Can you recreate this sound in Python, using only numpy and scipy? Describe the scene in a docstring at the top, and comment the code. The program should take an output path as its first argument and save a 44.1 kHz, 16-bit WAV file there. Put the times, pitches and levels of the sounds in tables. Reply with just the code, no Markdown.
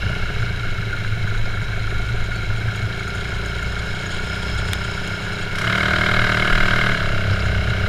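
"""An open concrete course, heard from on board a kart with a four-stroke single-cylinder engine.
It coasts near idle through a long bend, takes a short burst of throttle and coasts again.
Underneath, wind buffets the microphone, the tyres roar and the frame shudders on the slabs;
the bend brings in a thin metallic brake rub. Up front, each engine cycle rattles the covers,
thumps the exhaust pipe and, under throttle, barks through the intake."""
import sys
import numpy as np
from scipy import signal
from scipy.fft import rfft, irfft, next_fast_len
from scipy.io import wavfile
from scipy.ndimage import uniform_filter1d, map_coordinates

SR = 44100
rng = np.random.default_rng(int(sys.argv[2]) if len(sys.argv) > 2 else 0)


def unload_audio(sound):
    """Save the sound as a 16-bit wav file, at the path given as the first command line argument."""
    columns = np.transpose(np.atleast_2d(sound))
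    # keep every value between -1 and 1, then stretch to whole-number steps
    steps = np.round(np.clip(columns, -1, 1) * 32767)
    wavfile.write(sys.argv[1], SR, steps.astype(np.int16))


N = 347508
TIME = np.arange(N) / SR
FREQS = np.fft.rfftfreq(next_fast_len(N + SR // 2), 1 / SR)

# fader for the wind, ahead of its gusts: t/s, level/dB
WIND_FADER = [(0, -24), (1.5, -23.5), (2.1, -23.5), (3.1, -32.5), (5.95, -33), (6.2, -21), (7, -21.5),
              (7.88, -29)]
# tone of tyres rolling on concrete: f/Hz, gain/dB
TYRE_EQ = [(90, -8.5), (200, 3), (280, -0.5), (420, 3), (700, -3), (830, -10), (1500, -30)]
# grit flicked against the kart: t/s, level/dB, decay/s; its tone: f/Hz, gain/dB
GRIT_HITS = [(4.7333, -10.5, 0.0016)]
GRIT_EQ = [(500, -20), (1600, 6), (2600, 7), (3500, 6), (4800, -14), (6100, -6), (7200, -13), (8300, -5),
           (10000, -6), (11800, -25), (13700, -26), (14500, -34)]
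# knocks over slab joints: t/s, level/dB, decay/s; their tone: f/Hz, gain/dB
JOINT_HITS = [(1.458, -30.5, 0.0068), (7.311, -23.5, 0.0056)]
JOINT_EQ = [(100, -26), (500, 23), (1100, 9), (2500, 3), (5200, 9), (7000, -43), (14000, -48)]
# loose metal chinking over bumps: t/s, level/dB, decay/s; its tone, shared by the sand: f/Hz, gain/dB
CHINK_HITS = [(2.357, -43, 0.01), (2.759, -39, .008), (3.078, -39, .011), (3.151, -40.5, 0.0087),
              (3.46, -40, .009), (3.627, -39, 0.0077), (4.689, -42, .008), (5.074, -37, .007)]
CHINK_EQ = [(3000, -22), (4500, -6), (5900, -14), (6800, 5), (7900, -15), (9200, -4), (10600, -21),
            (12100, -14), (14500, -28)]
# loose parts buzzing briefly: t/s, f/Hz, width/Hz, level/dB, half length/s
BUZZ_CUES = [(0.934, 1460, 140, -23, 0.0066), (2.364, 4400, 200, -42, 0.024), (4.071, 6780, 200, -38, .008),
             (7.332, 5100, 710, -40, 0.016), (7.405, 5050, 550, -37, .008)]
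# fader for the chain's whirr: t/s, level/dB
CHAIN_FADER = [(0, -38), (1.5, -52.5), (5.4, -42), (6.9, -40), (7.3, -39.5), (7.88, -38.5)]
# chain and sprocket resonances: f/Hz, width/Hz, gain/dB
SPROCKET_MODES = [(2793, 125, 6), (5200, 180, -5.5), (5600, 310, -21)]
# fader for the brake disc's ringing note: t/s, level/dB
SQUEAL_FADER = [(0, -57), (2.2, -55), (3.3, -50.5), (4.2, -47), (4.4, -42), (4.9, -44), (5.45, -51),
                (5.9, -68)]
# brake disc resonances: f/Hz, width/Hz, gain/dB
DISC_MODES = [(3240, 190, 4), (4600, 130, -5), (6780, 150, -3.5), (9200, 380, -13.5)]
# rough patches of concrete that jolt the frame: t/s, level/dB, half length/s
JOLT_CUES = [(0.051, -23.5, 0.069), (0.44, -24.5, 0.093), (1.202, -24, 0.094), (2.136, -26, 0.053),
             (2.516, -26, .045), (2.677, -23, 0.068), (2.848, -20.5, 0.017), (4.7, -27.5, 0.14),
             (5.682, -24.5, 0.033), (6.22, -27, 0.12), (6.804, -29, 0.089), (7.302, -18, 0.04),
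             (7.709, -23, 0.65)]
# fader for the low drone: t/s, level/dB
DRONE_FADER = [(0, -27), (1.2, -36.5), (2, -27), (3, -35), (3.25, -29.5), (3.7, -26), (4.05, -37.5),
               (4.6, -25), (5.45, -45.5), (5.9, -27), (7.12, -35.5), (7.5, -21.5), (7.88, -27.5)]
# rockers striking the valves: position/cycles, gain/dB
ROCKER_TAPS = [(.31, 0), (.06, -3.5), (-.16, -1.5), (-.44, -4.5)]
# resonances of crankcase and cylinder, valve cover and cooling fins: f/Hz, width/Hz, gain/dB
CASE_MODES = [(893, 35, -12.5), (957, 17, -7.5), (1416, 71, 6), (1552, 79, 4), (1662, 146, 0)]
COVER_MODES = [(2197, 99, 0)]
FIN_MODES = [(2613, 260, -7.5), (3210, 210, -7.5), (3880, 203, -6), (4198, 77, -8), (5590, 116, -19.5),
             (6400, 200, -21), (7000, 230, -27.5), (9740, 590, -29.5)]
# broad hiss of the running gear: f/Hz, gain/dB
HISS_EQ = [(400, 8), (780, 0), (960, -4), (1800, -19), (3000, 1), (4500, -4), (6000, -16.5), (7200, -12.5),
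           (8200, -23.5), (9900, -18.5), (10700, -25), (11800, -22), (15000, -52)]
# carburettor spits as the throttle opens: t/s, level/dB, decay/s; their tone: f/Hz, gain/dB
SPIT_HITS = [(5.555, -36, .011), (5.585, -30.5, .01), (5.615, -34, .009), (5.646, -44, .012),
             (5.672, -43, .008)]
SPIT_EQ = [(2000, -20), (4000, 1), (5500, 7), (6200, -2), (10000, -5), (12500, -13), (14500, -19)]
# resonances of intake tract, air box and the throat at the throttle plate: f/Hz, width/Hz, gain/dB
TRACT_MODES = [(932, 54, 1), (1064, 58, 1.5), (1270, 79, 10.5), (1525, 150, 11), (1673, 55, 12)]
AIRBOX_MODES = [(1420, 190, 10.5), (1597, 183, 9.5), (2140, 98, 10.5), (2880, 140, 0.5), (3070, 155, 2.5),
                (3350, 170, -4), (3750, 180, -1), (4070, 270, -5)]
THROAT_MODES = [(3760, 410, 6), (5100, 310, 1.5), (5840, 200, -5.5), (7200, 1200, -10.5)]
# the finest spray of air and fuel: f/Hz, gain/dB
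SPRAY_EQ = [(7000, 0), (10000, -1), (10700, -7), (11700, -2), (13000, -14), (14000, -7), (15000, -14)]
# exhaust pipe and silencer resonances: f/Hz, width/Hz, gain/dB
PIPE_MODES = [(139.4, 35.8, 5), (189.7, 27, 5), (261, 5.7, -14.5), (402.8, 31.5, 1.5), (520, 33, -13),
              (621, 140, -5), (741.4, 37, -3)]
# engine speed as firings per second: t/s, f/Hz
FIRING_RATE = [(0.0, 31.14), (0.8, 26.84), (1.3, 26.57), (1.7, 26.36), (2.15, 27.6), (2.6, 27.18),
               (3.45, 29.44), (3.8, 29.44), (4.4, 30.96), (4.9, 30.68), (5.2, 31.53), (5.52, 30.18),
               (5.72, 37.7), (5.95, 39.11), (6.85, 38.29), (7.03, 34.31), (7.3, 32.47), (7.88, 31.66)]
# throttle moves: t/s, opening/0-1
THROTTLE_MOVES = [(5.52, 0.13), (5.66, 0.66), (5.88, 0.74), (6.87, 0.78), (6.95, 0.5), (7.1, 0.23)]
# uneven combustion: t/s, raggedness/0-1
RAGGEDNESS = [(0, .45), (1.3, .6), (2.3, .6), (2.9, .1), (5.5, .04), (5.7, 0)]


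def undb(db):
    """Decibels to gain."""
    return 10 ** (np.asarray(db) / 20)


def lane(table):
    """An automation lane: straight ramps between timed points."""
    return np.interp(TIME, *np.transpose(table))


def noise():
    """White noise."""
    return rng.standard_normal(N)


def unit(x):
    """Normalise to rms 1."""
    return x / np.sqrt(np.mean(x ** 2))


def even(x, span_s):
    """Ride the gain to hold rms near 1 over each short span."""
    size = int(span_s * SR)
    return x / np.sqrt(uniform_filter1d(uniform_filter1d(x ** 2, size), size) + 1e-12)


def through(x, response):
    """Pass a sound through a frequency response."""
    size = next_fast_len(N + SR // 2)
    return irfft(rfft(x, size) * response, size)[:N]


def eq(x, points):
    """Shape the tone with a drawn EQ curve."""
    hz, db = np.transpose(points)
    return through(x, undb(np.interp(np.log(FREQS + 1), np.log(hz), db)))


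def band(x, low_hz, high_hz, order=2):
    """Butterworth band-pass."""
    return signal.sosfilt(signal.butter(order, [low_hz, high_hz], "band", fs=SR, output="sos"), x)


def ring(x, modes):
    """Ring a bank of resonances; neighbours swing in opposite polarity."""
    return sum((-1) ** k * undb(db) * signal.lfilter(*signal.iirpeak(hz, hz / width, fs=SR), x)
               for k, (hz, width, db) in enumerate(modes))


def duct(x, round_hz, keep, count):
    """A pressure wave runs up and down a duct, weaker on every round."""
    lag = int(SR / round_hz)
    return sum(keep ** k * np.pad(x, (k * lag, 0))[:N] for k in range(count))


def strokes(cycle, at, scatter_db, jitter_s):
    """One click per engine cycle, offset by `at` cycles, loose in level and timing."""
    count = np.arange(1, int(cycle[-1]) + 1)
    lateness, strength = rng.standard_normal((400, 2))[count].T
    when_s = np.interp(count + at, cycle, TIME) + jitter_s * lateness
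    where = np.clip((when_s * SR).astype(int), 0, N - 1)
    clicks = np.zeros(N)
    clicks[where] = undb(np.broadcast_to(scatter_db, N)[where] * np.minimum(strength, 1))
    clicks[-1] = 0  # mute strokes that fall past the end
    return clicks


def puff(pulses, rise_s, decay_s):
    """A burst of turbulence after each click."""
    for span in (rise_s, decay_s):
        pulses = signal.lfilter([1], [1, -np.exp(-1 / (span * SR))], pulses)
    return unit(pulses * noise())


def wind(gust_db=3, gusts_per_s=9.1):
    """Gusts buffet the microphone with a lumpy sub rumble."""
    gusts = map_coordinates(rng.standard_normal(400), [TIME * gusts_per_s], mode="mirror")
    return undb(lane(WIND_FADER) + gust_db * gusts) * even(band(noise(), 7, 24, order=3), 0.085)


def tyres():
    """Rubber rolling on concrete lays a dull, even bed of roar."""
    return undb(-42) * unit(eq(noise(), TYRE_EQ))


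def bend_swell(apex_s=4.48, rise_db_per_s=5.5, fall_db_per_s=4.5):
    """Gain for rub and scrub: peaks at the tightest point of the bend, then fades to a light drag."""
    fade_db = np.maximum(rise_db_per_s * (apex_s - TIME), fall_db_per_s * (TIME - apex_s))
    return np.hypot(undb(-39.5 - fade_db), undb(-54))


def scrub():
    """The tyres slip sideways through the bend with a dull rasp."""
    return undb(-5) * bend_swell() * unit(band(noise(), 813, 1116))


def sand(grains_per_s=59):
    """Fine grains off the tyres patter on the bodywork, mostly faint, now and then a clear tick."""
    grains = rng.random(N) < grains_per_s / SR
    accents = undb(2.7 * np.minimum(rng.exponential(size=N), 3))
    patter = puff(grains * accents, rise_s=0.0004, decay_s=0.0095)
    return undb(-59) * unit(band(eq(patter, CHINK_EQ), 4170, 10000))


def knocks(hits, tone):
    """Spot hits: cracks of shaped noise with a hard attack and a fast tail."""
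    envelope = sum(undb(db) * (TIME >= s) * np.exp(-np.abs(TIME - s) / decay) for s, db, decay in hits)
    return envelope * unit(eq(noise(), tone))


def buzzes():
    """Each loose part swells and dies on its own resonance."""
    mix = 0
    for s, hz, width, db, half_length in BUZZ_CUES:
        tone = even(band(noise(), hz - width / 2, hz + width / 2), 0.01)
        mix = mix + undb(db) * np.exp(-((TIME - s) / half_length) ** 2) * tone
    return mix


def chain():
    """The chain whirrs over its sprocket."""
    return undb(lane(CHAIN_FADER)) * unit(band(ring(noise(), SPROCKET_MODES), 2300, 6100, order=3))


def brake_squeal(note_hz=5160, width_hz=85, wheel_hz=4.9, crest_s=4.72):
    """The dragging disc rings on one note that swells with every turn of the wheel."""
    tone = even(band(noise(), note_hz - width_hz / 2, note_hz + width_hz / 2, order=1), .05)
    tremolo_db = 1.8 * np.cos(2 * np.pi * wheel_hz * (TIME - crest_s))
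    return undb(lane(SQUEAL_FADER) + tremolo_db) * tone


def brake_rub(cycle, snags_per_s=45):
    """The disc scrapes and snags on the pad as the frame twists in the bend."""
    scrapes = strokes(cycle, at=-0.15, scatter_db=2.6, jitter_s=0.0035)
    snags = rng.random(N) < snags_per_s / SR
    friction = puff(scrapes + snags, rise_s=0.00059, decay_s=0.0078) + .5 * noise()
    return bend_swell() * unit(band(ring(friction, DISC_MODES), 2500, 9700, order=3))


def drone(cycle, load):
    """The engine's low end: a hum twice a cycle over road rumble, with odd orders under load."""
    turn = 2 * np.pi * cycle
    road = even(band(noise(), 51.4, 88, order=3), 0.35)
    hum = even(np.sin(2 * turn) + 0.2 * np.sin(turn) + 0.28 * road, 0.24)
    torque = load * (undb(-34) * np.sin(turn) + undb(-27.5) * np.sin(3 * turn))
    return undb(lane(DRONE_FADER)) * hum + torque


def frame_shudder(cycle, firing_hz, mode_hz=106.1, width_hz=6.8, road_db=-31):
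    """The frame shakes on the concrete, more when the fourth firing harmonic meets its bending mode."""
    kicks = unit(strokes(cycle, at=0.256, scatter_db=0, jitter_s=0.00052))
    flex = ring(kicks + .9 * noise(), [(105.1, 18.2, 0)])
    shudder = even(band(flex, 81, 128, order=3), .12)
    engine_power = undb(-27.5) ** 2 / (1 + (2 * (4 * firing_hz - mode_hz) / width_hz) ** 2)
    jolt_power = sum(undb(db) ** 2 * np.exp(-((TIME - s) / half_length) ** 2)
                     for s, db, half_length in JOLT_CUES)
    return np.sqrt(undb(road_db) ** 2 + engine_power + jolt_power) * shudder


def clatter(cycle, above_idle_hz, stumble):
    """The piston slaps in the case, rockers tap the cover and a closing valve ticks in the fins."""
    piston = strokes(cycle, at=-.34, scatter_db=2 + 4 * stumble, jitter_s=.0011)
    slap = puff(piston, rise_s=.0022, decay_s=.009)
    case = unit(band(ring(slap + 1.12 * noise(), CASE_MODES), 803, 1940, order=4))
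    taps = sum(undb(db) * strokes(cycle, at, scatter_db=3, jitter_s=0.00094) for at, db in ROCKER_TAPS)
    seating = strokes(cycle, at=-.44, scatter_db=3, jitter_s=.0006)
    rockers = puff(taps, rise_s=.0006, decay_s=.003)
    ticks = puff(seating + .6 * taps, rise_s=.0009, decay_s=.004)
    cover = unit(band(ring(rockers + 0.94 * noise(), COVER_MODES), 1856, 2550))
    fins = unit(band(ring(ticks + 1.06 * noise(), FIN_MODES), 2410, 10300, order=3))
    hiss = unit(eq(ticks + 2.03 * noise(), HISS_EQ))
    # each layer comes up from its idle level with the revs
    return (undb(-32.5 + 0.3964 * above_idle_hz) * even(case, 0.24)
            + undb(-37 + 0.13 * above_idle_hz) * even(cover, 0.21)
            + undb(-40.5 + 0.14 * above_idle_hz) * even(fins, 0.39)
            + undb(-41.5 + 0.6659 * above_idle_hz) * hiss)


def intake(cycle, above_idle_hz, load):
    """Each gulp growls in the tract and barks in the air box, with a weaker gasp half a cycle on."""
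    gulps = strokes(cycle, at=-.39, scatter_db=.7, jitter_s=.00003)
    tract_wave = duct(gulps, round_hz=153.7, keep=0.3, count=2)
    growl = unit(band(ring(tract_wave, TRACT_MODES), 800, 2090))
    surge = strokes(cycle, at=-.315, scatter_db=1.3, jitter_s=.00015)
    rush = puff(duct(surge, round_hz=380, keep=.62, count=3), rise_s=.0004, decay_s=.0017)
    gasp = puff(strokes(cycle, at=0.13, scatter_db=-0.5, jitter_s=0.0011), rise_s=0.0018, decay_s=0.0063)
    bark = unit(band(ring(rush + .2 * gasp, AIRBOX_MODES), 1300, 5960, order=5))
    crack = unit(band(strokes(cycle, at=-.365, scatter_db=1.5, jitter_s=.00003), 1050, 1900))
    spray = unit(band(eq(rush + 1.8 * noise(), SPRAY_EQ), 5900, 16000))
    sizzle = unit(band(ring(rush + 1.04 * noise(), THROAT_MODES), 3400, 8340))
    breath = unit(band(gasp, 1430, 1695))
    mix = (bark + undb(-2.5) * growl + undb(-11) * crack
           + undb(-28) * spray + undb(-15) * sizzle + undb(-12) * breath)
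    return np.sqrt(load) * undb(-24 + .5 * above_idle_hz) * even(mix, 0.047)


def exhaust_pulses(cycle, throttle, overrun, stumble):
    """Each firing blows down into the pipe; when ragged, every second one is weak and a few may fail."""
    blowdown = strokes(cycle, at=.015, scatter_db=.3 + 1.8 * stumble, jitter_s=.00002)
    # on a shut throttle the pipe gulps back just after the blow-down
    backflow = strokes(cycle, at=0.1065, scatter_db=.4 + 1.5 * stumble, jitter_s=.00002)
    # a lighter pulse on the intake stroke turns into strong suction as the throttle opens
    offbeat = strokes(cycle, at=-0.2823, scatter_db=.6, jitter_s=.00002)
    offbeat_gain = 0.28 + 0.34 * overrun - 1.33 * throttle
    pulses = (1 - throttle) * (blowdown - 0.34 * backflow) + offbeat_gain * offbeat
    count = np.floor(cycle + .5).astype(int)
    limp = 1 - .8 * stumble * (count % 2 == 0)
    misfires = rng.random(400)[count] < .1 * stumble
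    return pulses * limp * np.where(misfires, .25, 1)


def exhaust(cycle, above_idle_hz, throttle, stumble, smear_s_per_hz=1.1e-5, pivot_hz=475):
    """Gas pulses thump the pipe and silencer, louder and raspier when the wheels drive the engine."""
    overrun = (np.maximum.accumulate(throttle) - throttle) / throttle.max()  # throttle backed off
    pulses = exhaust_pulses(cycle, throttle, overrun, stumble)
    turbulence = puff(pulses, rise_s=0.0046, decay_s=0.0052)
    flow = unit(pulses) + (.03 + .9 * stumble) * turbulence
    # under load the wave is strong enough to come back along the header pipe
    flow = flow + 0.62 * duct(flow * throttle, round_hz=313, keep=0.8, count=3)
    # overrun lifts the upper tones; ragged, slow burns dull them
    flow = flow + (0.29 * overrun - 0.46 * stumble) * band(flow, 420, 915, order=1)
    # the silencer lets tones above the pivot out later, those below it earlier
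    flow = through(flow, np.exp(-1j * np.pi * smear_s_per_hz * (FREQS - pivot_hz) ** 2))
    thump = even(band(ring(flow, PIPE_MODES), 118, 806, order=5), 0.22)
    return undb(-35.5 + 0.8262 * above_idle_hz + 4 * overrun) * thump


def scene(idle_hz=27):
    """The mono mix: revs and throttle play the engine over running gear, ground and wind."""
    firing_hz = lane(FIRING_RATE)
    cycle = np.cumsum(firing_hz) / SR
    above_idle_hz = firing_hz - idle_hz
    throttle, stumble = lane(THROTTLE_MOVES), lane(RAGGEDNESS)
    load = np.maximum(throttle - throttle[0], 0)  # opening beyond the idle stop
    engine = intake(cycle, above_idle_hz, load) + clatter(cycle, above_idle_hz, stumble)
    engine += exhaust(cycle, above_idle_hz, throttle, stumble)
    low_end = drone(cycle, load) + frame_shudder(cycle, firing_hz)
    running_gear = brake_rub(cycle) + brake_squeal() + chain()
    spots = buzzes() + knocks(SPIT_HITS, SPIT_EQ) + knocks(CHINK_HITS, CHINK_EQ)
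    ground = tyres() + scrub() + sand() + knocks(GRIT_HITS, GRIT_EQ) + knocks(JOINT_HITS, JOINT_EQ)
    return (wind() + ground + spots + running_gear + low_end + engine)[None]


def record(dry, top_hz=14800):
    """A steep high cut takes the very top off the mix."""
    return signal.sosfilt(signal.ellip(8, .2, 70, top_hz, fs=SR, output="sos"), dry)


dry = scene()
out = record(dry)
unload_audio(out)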